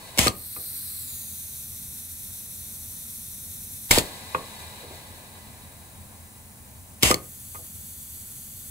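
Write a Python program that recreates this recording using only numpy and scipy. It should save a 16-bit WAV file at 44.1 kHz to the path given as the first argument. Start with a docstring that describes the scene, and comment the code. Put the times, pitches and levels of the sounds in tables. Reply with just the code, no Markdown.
"""Pneumatic actuator in a factory hall

An actuator on a filling machine switches stroke three times, over the low rumble of the hall.
Each switch is valve ticks, a blast of air noise and ringing, pitch-sweeping hits of spool and piston; knocks follow.
Between switches a fitting leaks a bright hiss of gliding noise, or the cylinder exhausts hollowly through tubing.
The microphone has two ports and draws back from close to far, which recolours the leak.
"""
import sys
import numpy as np
from scipy import signal
from scipy.fft import rfft, irfft, next_fast_len
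from scipy.io import wavfile
from scipy.ndimage import map_coordinates

SR = 44100
rng = np.random.default_rng(int(sys.argv[2]) if len(sys.argv) > 2 else 0)


def volts_from_decibels(level):
    """Turn decibel levels (scalar or array-like) into linear amplitude factors."""
    exponent = np.asarray(level, float) / 20
    return 10 ** exponent


def materialize(psi):
    """Save the field psi as 16-bit PCM at rate SR to the path in sys.argv[1].

    A 1-D psi becomes a single channel; in a 2-D psi each row is a channel.
    """
    bounded = np.clip(np.atleast_2d(psi).T, -1, 1)
    quanta = np.round(bounded * 32767).astype(np.int16)
    wavfile.write(sys.argv[1], SR, quanta)


N = 383669
T = np.arange(N) / SR
SIZE = next_fast_len(N + SR)   # transform length, with room after the end
HZ = np.maximum(np.arange(SIZE // 2 + 1) * SR / SIZE, 1)

# phase between the microphone's two ports: (frequency [Hz], left leads by [rad])
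PORT_LEAD = [(200, 0.5), (600, -0.75), (1050, -1), (1400, -3), (2500, -6), (3100, -2), (4000, -5),
             (5000, -4.5), (6200, -1.5), (9000, -0.5)]
# metal ticks and cracks: (time [s], bright splash [dB], low stop mode [dB], high stop mode [dB])
METAL_HITS = [(0.1755, -18, -33, -34), (0.1843, -8, -19, -13), (0.1898, -4, -14, -22),
              (0.2696, -11, -22, -26), (0.2801, -12, -33, -14), (3.9096, -3, -22, -22),
              (3.9118, -6, -14, -22), (3.9160, -8, -23, -18), (3.9842, -7, -26, -12),
              (7.0255, -12, -28, -26), (7.0312, -2.5, -15, -18), (7.1114, -7, -26, -31),
              (7.1420, -13, -24, -19)]
# knocks on the housing: (time [s], level [dB], place [0 front end - 1 rear end])
HOUSING_KNOCKS = [(.270, -18.5, 1), (0.5634, -35.5, 0.72), (4.3474, -14.5, 0.032), (7.112, -15.5, 0.95),
                  (7.547, -38, 0.77), (7.5543, -40, 1)]


def at_hz(points):
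    """A table read along log frequency."""
    hz, value = np.transpose(points)
    return np.interp(np.log(HZ), np.log(hz), value)


def rms_one(x):
    """Scaled so that the average of the channels has rms 1."""
    mid = np.mean(np.atleast_2d(x), axis=0)
    return x / np.sqrt(np.mean(mid ** 2) + 1e-20)


def drift(rate):
    """Slow smooth chance with spread about 1, from 2 * rate random points a second."""
    count = int(N / SR * rate * 2) + 3
    return map_coordinates(rng.standard_normal(count), [T * rate * 2], order=3)


def bursts(rows, t60, rise_s):
    """Envelope of sudden events (time [s], level [dB]) that die away exponentially."""
    out, t = np.zeros(N), T[:int(2 * t60 * SR)]
    for s, db in rows:
        at = int(s * SR)
        out[at:at + len(t)] += volts_from_decibels(db - 60 * t / t60) * (1 - np.exp(-t / rise_s))
    return out


def ring(x, hz, t60):
    """A two-pole resonance: a unit click sets a dying sine of starting height 1 ringing."""
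    r, w = volts_from_decibels(-60 / (t60 * SR)), 2 * np.pi * hz / SR
    return signal.lfilter([0, np.sin(w)], [1, -2 * r * np.cos(w), r * r], x + 1e-18)


def ports(shared, own=0, alike=1, lead=PORT_LEAD):
    """Sound at the two microphone ports from spectra, with phase lead and balance between them."""
    # (frequency [Hz], left minus right [dB])
    balance = [(60, -.2), (150, 1), (380, 1), (950, 0.2), (2380, 1), (5980, 3), (9000, 0)]
    lean = volts_from_decibels(at_hz(balance) / 2) * np.exp(.5j * at_hz(lead))
    pair = np.array([lean, 1 / lean])
    shared_power = abs(pair.mean(axis=0)) ** 2
    own_power = (abs(pair) ** 2).sum(axis=0) / 4
    # dividing by the sum's gain evens its colour; 0.31 limits the boost where the ports cancel
    mid = np.sqrt(alike * shared_power + (1 - alike) * own_power + 0.31)
    mixed = np.sqrt(alike) * shared + np.sqrt(1 - alike) * own
    return irfft(pair / mid * mixed, SIZE)[:, :N]


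def air(colour_db, likeness=1.0, lead=PORT_LEAD):
    """Coloured noise as heard at both ports, partly alike; a lower likeness exponent makes it more alike."""
    # (frequency [Hz], likeness of the ports [0-1])
    port_likeness = [(120, 1), (450, 0.9), (900, 1), (1600, 0.32), (2500, 0.18), (3500, 0.33), (5500, 0.4),
                     (7500, 1), (9500, 0.65), (11000, 1)]
    noise = rng.standard_normal((3, len(HZ))) + 1j * rng.standard_normal((3, len(HZ)))
    noise = volts_from_decibels(colour_db) * noise
    return rms_one(ports(noise[0], noise[1:], at_hz(port_likeness) ** likeness, lead))


def rumble():
    """The hall's distant low rumble: shaped noise with a gently drifting level."""
    # (frequency [Hz], relative level per Hz [dB])
    colour = [(15, -52), (25, -17.5), (66, -11), (87, 0), (104, -10), (128, -8), (165, -16), (221, -11.5),
              (306, -26), (438, -29), (1120, -33), (2270, -34), (3000, -43.5), (6600, -120)]
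    return volts_from_decibels(-49 + 0.67 * drift(2.6)) * air(at_hz(colour))


def hall(x):
    """Diffuse echo off the hall: dying noise, longer in the bass, partly its own on each side."""
    # (band top [Hz], level [dB], t60 [s])
    echo_bands = [(1300, -21, 0.32), (15000, -13.5, 0.14)]
    t, tail = T[:SR // 2], 0
    for top_hz, db, t60 in echo_bands:
        lowpass = signal.butter(2, top_hz, fs=SR, output="sos")
        noise = signal.sosfilt(lowpass, rng.standard_normal((3, len(t))))
        noise = noise[0] + 0.64 * noise[1:]
        noise = noise * volts_from_decibels(-60 * t / t60) * (t > .004)   # no echo in the first 4 ms
        tail = tail + volts_from_decibels(db) * noise / np.sqrt(np.mean(np.sum(noise ** 2, axis=1)))
    return signal.fftconvolve(x[None], tail, axes=1)[:, :N]


def pressure():
    """Share of line pressure at the fitting: it fills and vents exponentially."""
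    # the leaking fitting is under pressure: (from [s], to [s])
    pressurised = [(.31, 3.98), (7.12, 9)]
    fill_s, vent_s = 0.15, 0.084   # time constants
    share = 0
    for on, off in pressurised:
        filled = 1 - np.exp(-np.clip(T - on, 0, None) / fill_s)
        share = share + filled * np.exp(-np.clip(T - off, 0, None) / vent_s)
    return share


def leak():
    """A turbulent jet, filtered frame by frame so that its peaks and dips glide with the microphone."""
    # peaks and dips, relative level per Hz: (close [Hz], [dB], drawn back [Hz], [dB], far [Hz], [dB])
    colours = [(1150, -20.5, 480, -35, 1800, -44), (2230, -18, 2550, -18, 2100, -25),
               (2980, -23.5, 2920, -26.5, 2840, -20.5), (4220, -4, 3650, -10, 3630, -11),
               (4850, -14, 4700, -13, 3700, -19), (5800, -12.5, 4270, -17, 4700, -10.5),
               (6900, -18.5, 4900, -19.5, 4840, -23.5), (8560, 0.5, 5890, -6, 6700, -6),
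               (10100, -3.5, 6940, -11.5, 7600, -12), (10800, -3, 7650, -6, 7500, -3.5),
               (11900, 4.5, 8300, -4.5, 8160, -0.5), (13200, -4, 10400, -5, 8200, -7.5),
               (13900, -6, 9300, 0, 9800, -5.5), (15300, -3, 9930, .5, 11100, -0.5),
               (16500, -6, 11050, -5.5, 12000, -3.5), (18300, -7, 11500, -1, 12900, -5.5),
               (20000, -7, 14700, -4, 13700, -4.5), (20700, -2, 13600, -3, 14300, -2.5),
               (21800, -8, 15000, -15, 15250, -9), (22000, -39, 15800, -4.5, 15700, -5.5)]
    # microphone distance: (time [s], place [0 close - 1 drawn back - 2 far])
    microphone = [(.85, 0), (1.0, .2), (1.15, .7), (1.4, .9), (1.7, 1), (3.95, 1), (4.4, 2)]
    # full leak heard at each distance: (close [dB], drawn back [dB], far [dB])
    distance_db = [-34, -38, -41]
    # (frequency [Hz], left leads by [rad])
    leak_lead = [(3100, -2.5), (5500, -0.5), (7750, -1.78), (10700, 0.22)]
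    # colour of the seep: (frequency [Hz], relative level per Hz [dB])
    seep_colour = [(2500, -13), (5300, -9.5), (8200, -1.5), (10200, 1), (11400, -3.5), (13000, -5),
                   (15300, -1.5)]
    seep_db = -49   # the seep never stops
    hz, frames, jet = signal.stft(air(0, lead=leak_lead), SR, nperseg=1024)
    seep = air(at_hz(seep_colour), lead=leak_lead)
    table = np.reshape(colours, (-1, 3, 2))
    for k, where in enumerate(np.interp(frames, *np.transpose(microphone))):
        near = min(int(where), 1)
        points = table[:, near] + (where - near) * (table[:, near + 1] - table[:, near])
        gain = volts_from_decibels(np.interp(hz, np.sort(points[:, 0]), points[:, 1], left=-70))
        jet[..., k] *= gain / np.sqrt(np.mean(gain ** 2))
    full_db = np.interp(np.interp(T, *np.transpose(microphone)), [0, 1, 2], distance_db)
    level = pressure() * volts_from_decibels(full_db + 0.31 * drift(6.9) + 0.66 * drift(20.5))
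    hiss = signal.istft(jet, SR, nperseg=1024)[1][:, :N]
    return level * hiss + volts_from_decibels(seep_db) * seep


def exhaust_db():
    """Flow holds at first, sags as the cylinder empties, and dies when the valve shuts."""
    # (open [s], shut [s], level when opened [dB])
    exhausts = [(0, .18, -45.5), (3.97, 7.03, -43)]
    emptying_db, emptying_s, shut_db_per_s = 14, 1.86, 76
    flow = 1e-5
    for start, end, db in exhausts:
        emptied = 1 - np.exp(-((T - start) / emptying_s) ** 2)
        fall_db = emptying_db * emptied + shut_db_per_s * np.clip(T - end, 0, None)
        flow = flow + (T >= start) * volts_from_decibels(db - fall_db)
    return 20 * np.log10(flow)


def exhaust(full_db=-46, dulling=0.46, hiss_dulling=0.68):
    """A hollow rush coloured by the resonances of the tubing; it loses treble as the flow slows."""
    # (frequency [Hz], relative level per Hz [dB])
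    colour = [(150, -14), (250, -8), (346, -7), (502, -4), (1020, -1.5), (1370, -18), (1640, -9.5),
              (2410, -14), (3280, -11), (3990, -11), (5980, -17.5), (8000, -11), (14000, -17.5)]
    # resonances of the tubing: (frequency [Hz], width [Hz], boost or dip [dB])
    tubing = [(1710, 230, 7), (1980, 45, 13), (2155, 41, 9.5), (2388, 64, 12.5), (3840, 99, 9.5),
              (4380, 27, 14.5), (2570, 90, 6), (3230, 150, -4.5), (4070, 120, 9), (1850, 110, -12),
              (2250, 62, -7), (4285, 60, -9)]
    waver = .004   # share by which the resonances drift
    peaks_db = sum(db / (1 + (2 * (HZ - hz) / width) ** 2) for hz, width, db in tubing)
    level_db = exhaust_db() + .55 * drift(11.0)
    rush = air(at_hz(colour) + peaks_db)
    warped = np.arange(N) + waver * np.cumsum(drift(1.5))
    rush = np.array([np.interp(warped, np.arange(N), side, period=N) for side in rush])
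    hollow = signal.sosfiltfilt(signal.butter(4, 1400, fs=SR, output="sos"), rush)
    hiss = signal.sosfiltfilt(signal.butter(4, 3300, "high", fs=SR, output="sos"), rush)
    middle = rush - hollow - hiss
    loss_db = level_db - full_db   # middle and hiss lose this share more than the hollow part
    return volts_from_decibels(level_db) * (hollow + volts_from_decibels(dulling * loss_db) * middle + volts_from_decibels(hiss_dulling * loss_db) * hiss)


def rattle():
    """The many small modes under each knock blur into a ragged puff; rod scuffs are duller and start softly."""
    # soft scuffs of the piston rod: (time [s], level [dB])
    scuff_times = [(.567, -38), (4.385, -31), (4.82, -33.5), (4.9, -35), (7.575, -41)]
    puff = air(at_hz([(150, -21), (400, -5), (1100, 4.0), (1600, -1.0), (2600, -8.5), (4500, -19), (7000, -60)]))
    scuff = air(at_hz([(120, -7), (300, -3), (700, -2.0), (1200, -26), (2500, -60)]), likeness=0.34)
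    puff_rows = [(s, db - 9.5) for s, db, place in HOUSING_KNOCKS]
    puffs = bursts(puff_rows, t60=0.056, rise_s=0.00045) * puff
    return puffs + bursts(scuff_times, t60=0.16, rise_s=0.024) * scuff


def knocks():
    """Each knock strikes the housing modes with strengths set by where it lands; the low ones arrive last."""
    # (frequency [Hz], struck at front [dB], struck at rear [dB], t60 [s])
    housing = [(155, -17, -22, 0.09), (294, -19, -20, 0.07), (428, -11, -22, 0.07), (513, -9, -10, 0.1),
               (818, -14, -8, 0.04), (915, -14, -20, 0.05), (1092, 1, -6, 0.04), (1228, -13, 0, 0.085),
               (1275, -8, -12, .025), (1430, -17, -14, .03), (2080, -19, 0, 0.014), (2500, -4, -3, 0.014)]
    spread_s = 0.00226   # extra delay per unit of (1000 / Hz - 1), for modes below 1 kHz
    s, db, place = np.transpose(HOUSING_KNOCKS)
    out = np.zeros(N)
    chance_db = rng.normal(0, 1.2, (len(s), len(housing)))
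    for k, (hz, front_db, rear_db, t60) in enumerate(housing):
        clicks = np.zeros(N)
        late = s + spread_s * max(1000 / hz - 1, 0)
        mode_db = front_db + place * (rear_db - front_db)
        clicks[(late * SR).astype(int)] = volts_from_decibels(db + mode_db + chance_db[:, k])
        out += ring(clicks, hz, t60) * (-1) ** k
    return signal.sosfilt(signal.butter(2, 4500.0, fs=SR, output="sos"), out)   # soft contact


def thumps(glide_s=0.00201, rise_s=0.0011):
    """Bending waves in the base plate: high pitches arrive first, so each thump sweeps down and sways the frame."""
    # (time [s], level [dB], start frequency [Hz])
    thump_times = [(0.1752, -19.5, 1340), (0.191, -6.5, 525), (0.2642, -8, 890), (.281, -12.5, 616),
                   (3.910, -10, 585), (3.9759, -3.5, 1030), (7.0326, -8, 573), (7.105, -6, 1010),
                   (7.142, -13.5, 795)]
    # sway of the machine frame: (frequency [Hz], level [dB], t60 [s])
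    frame = [(114, -51.5, 0.065)]
    t60 = 0.038
    out, t = np.zeros(N), T[:int(2 * t60 * SR)]
    for s, db, hz in thump_times:
        at = int(s * SR)
        phase = 2 * np.pi * hz * glide_s * np.log(1 + t / glide_s)
        out[at:at + len(t)] -= volts_from_decibels(db - 60 * t / t60) * (1 - np.exp(-t / rise_s)) * np.sin(phase)
    return out + sum(volts_from_decibels(db) * ring(out, hz, sway_t60) for hz, db, sway_t60 in frame)


def clacks():
    """A rough strike, a burst of noise, rings the two modes of the end stops."""
    # (frequency [Hz], t60 [s])
    stop_modes = [(2200, 0.023), (4400, 0.011)]
    s, splash_db, *modes_db = np.transpose(METAL_HITS)
    out = np.zeros(N)
    for db, (hz, t60) in zip(modes_db, stop_modes):
        strike = bursts(zip(s, db - 8), t60=0.0067, rise_s=0.00017) * rng.standard_normal(N)
        out += ring(strike, hz, t60)
    return out


def cracks():
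    """Metal on metal: a bright splash of noise a few milliseconds long."""
    colour = [(2500, -1.5), (5500, -0.5), (9000, 1.0), (13000, -6.0), (16000, -6.0)]   # (Hz, dB per Hz)
    splash = air(at_hz(colour), likeness=0.36)
    s, splash_db, *modes_db = np.transpose(METAL_HITS)
    return bursts(zip(s, splash_db), t60=0.014, rise_s=0.00056) * splash


def blasts(fall_s=0.013, creep_s=0.024, creep_db=-19):
    """Full line pressure vents abruptly, sags, and is shut off when the spool lands."""
    # air blast while the spool travels: (start [s], end [s], level [dB], share of second colour [0-1])
    blast_times = [(0.182, 0.277, -22, 0.2), (3.9077, 3.99, -19.5, 0.9), (7.029, 7.112, -20, 0.03)]
    # two colours, open and tubing, each: (frequency [Hz], relative level per Hz [dB])
    colours = [
        [(35, -35), (60, 7.5), (164, -6.5), (346, -8), (1010, -7), (1660, -13), (2000, -4), (3000, -4),
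         (3670, -9), (5400, -11), (7200, -6), (9000, -7.5), (16000, -21.5)],
        [(60, 5.5), (346, -13.5), (749, -2), (1200, -6.5), (1620, -11), (1820, -4.5), (2250, -8.5),
         (3670, -2.5), (6200, -14), (7500, -3.5), (9000, -8.5), (16000, -17)],
    ]
    sag_db_per_s = 60
    linger_db, linger_s = -19.5, 0.1   # air left in the valve body drains after shut-off
    open_air, tubing_air = [air(at_hz(c), likeness=0.88) for c in colours]
    out = 0
    for start, end, db, share in blast_times:
        shut = np.exp(-np.clip((T - end) / fall_s, 0, 50))
        linger = volts_from_decibels(linger_db) * np.exp(-np.clip((T - end) / linger_s, 0, 50))
        gate = np.clip((T - start) / 0.0019, 0, 1) * (shut + linger)
        # air creeps out as the spool lifts
        gate += volts_from_decibels(creep_db) * np.clip(1 + (T - start) / creep_s, 0, 1) * (T < start)
        mix = np.sqrt(1 - share) * open_air + np.sqrt(share) * tubing_air
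        out = out + gate * volts_from_decibels(db - sag_db_per_s * np.clip(T - start, 0, 1)) * mix
    return out * volts_from_decibels(1.3 * drift(150.0))   # rough flutter of the level


def scene():
    """Machine events with their echo, the steady air, and the hall rumble."""
    solid = ports(rfft(thumps() + knocks() + clacks(), SIZE))
    events = blasts() + cracks() + rattle() + solid
    return events + hall(events.mean(axis=0)) + leak() + exhaust() + rumble()


def band_limit(x):
    """A steep low-pass at the top of the band."""
    return signal.sosfilt(signal.butter(12, 16830, fs=SR, output="sos"), x)


def record(dry):
    """The microphone signal has its peaks rounded, its highest treble made mono and its top cut."""
    stereo_top_hz, cutoff_hz = 11200, 15720
    left, right = 1.208 * np.tanh(dry / 1.177)
    side = signal.sosfiltfilt(signal.butter(5, stereo_top_hz, fs=SR, output="sos"), left - right)
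    pair = np.array([left + right + side, left + right - side]) / 2
    # order 10, 0.3 dB ripple, 50 dB stop band
    top_cut = signal.ellip(10, .3, 50, cutoff_hz, fs=SR, output="sos")
    finished = signal.sosfilt(top_cut, pair)
    return band_limit(finished)


dry = scene()
out = record(dry)
materialize(out)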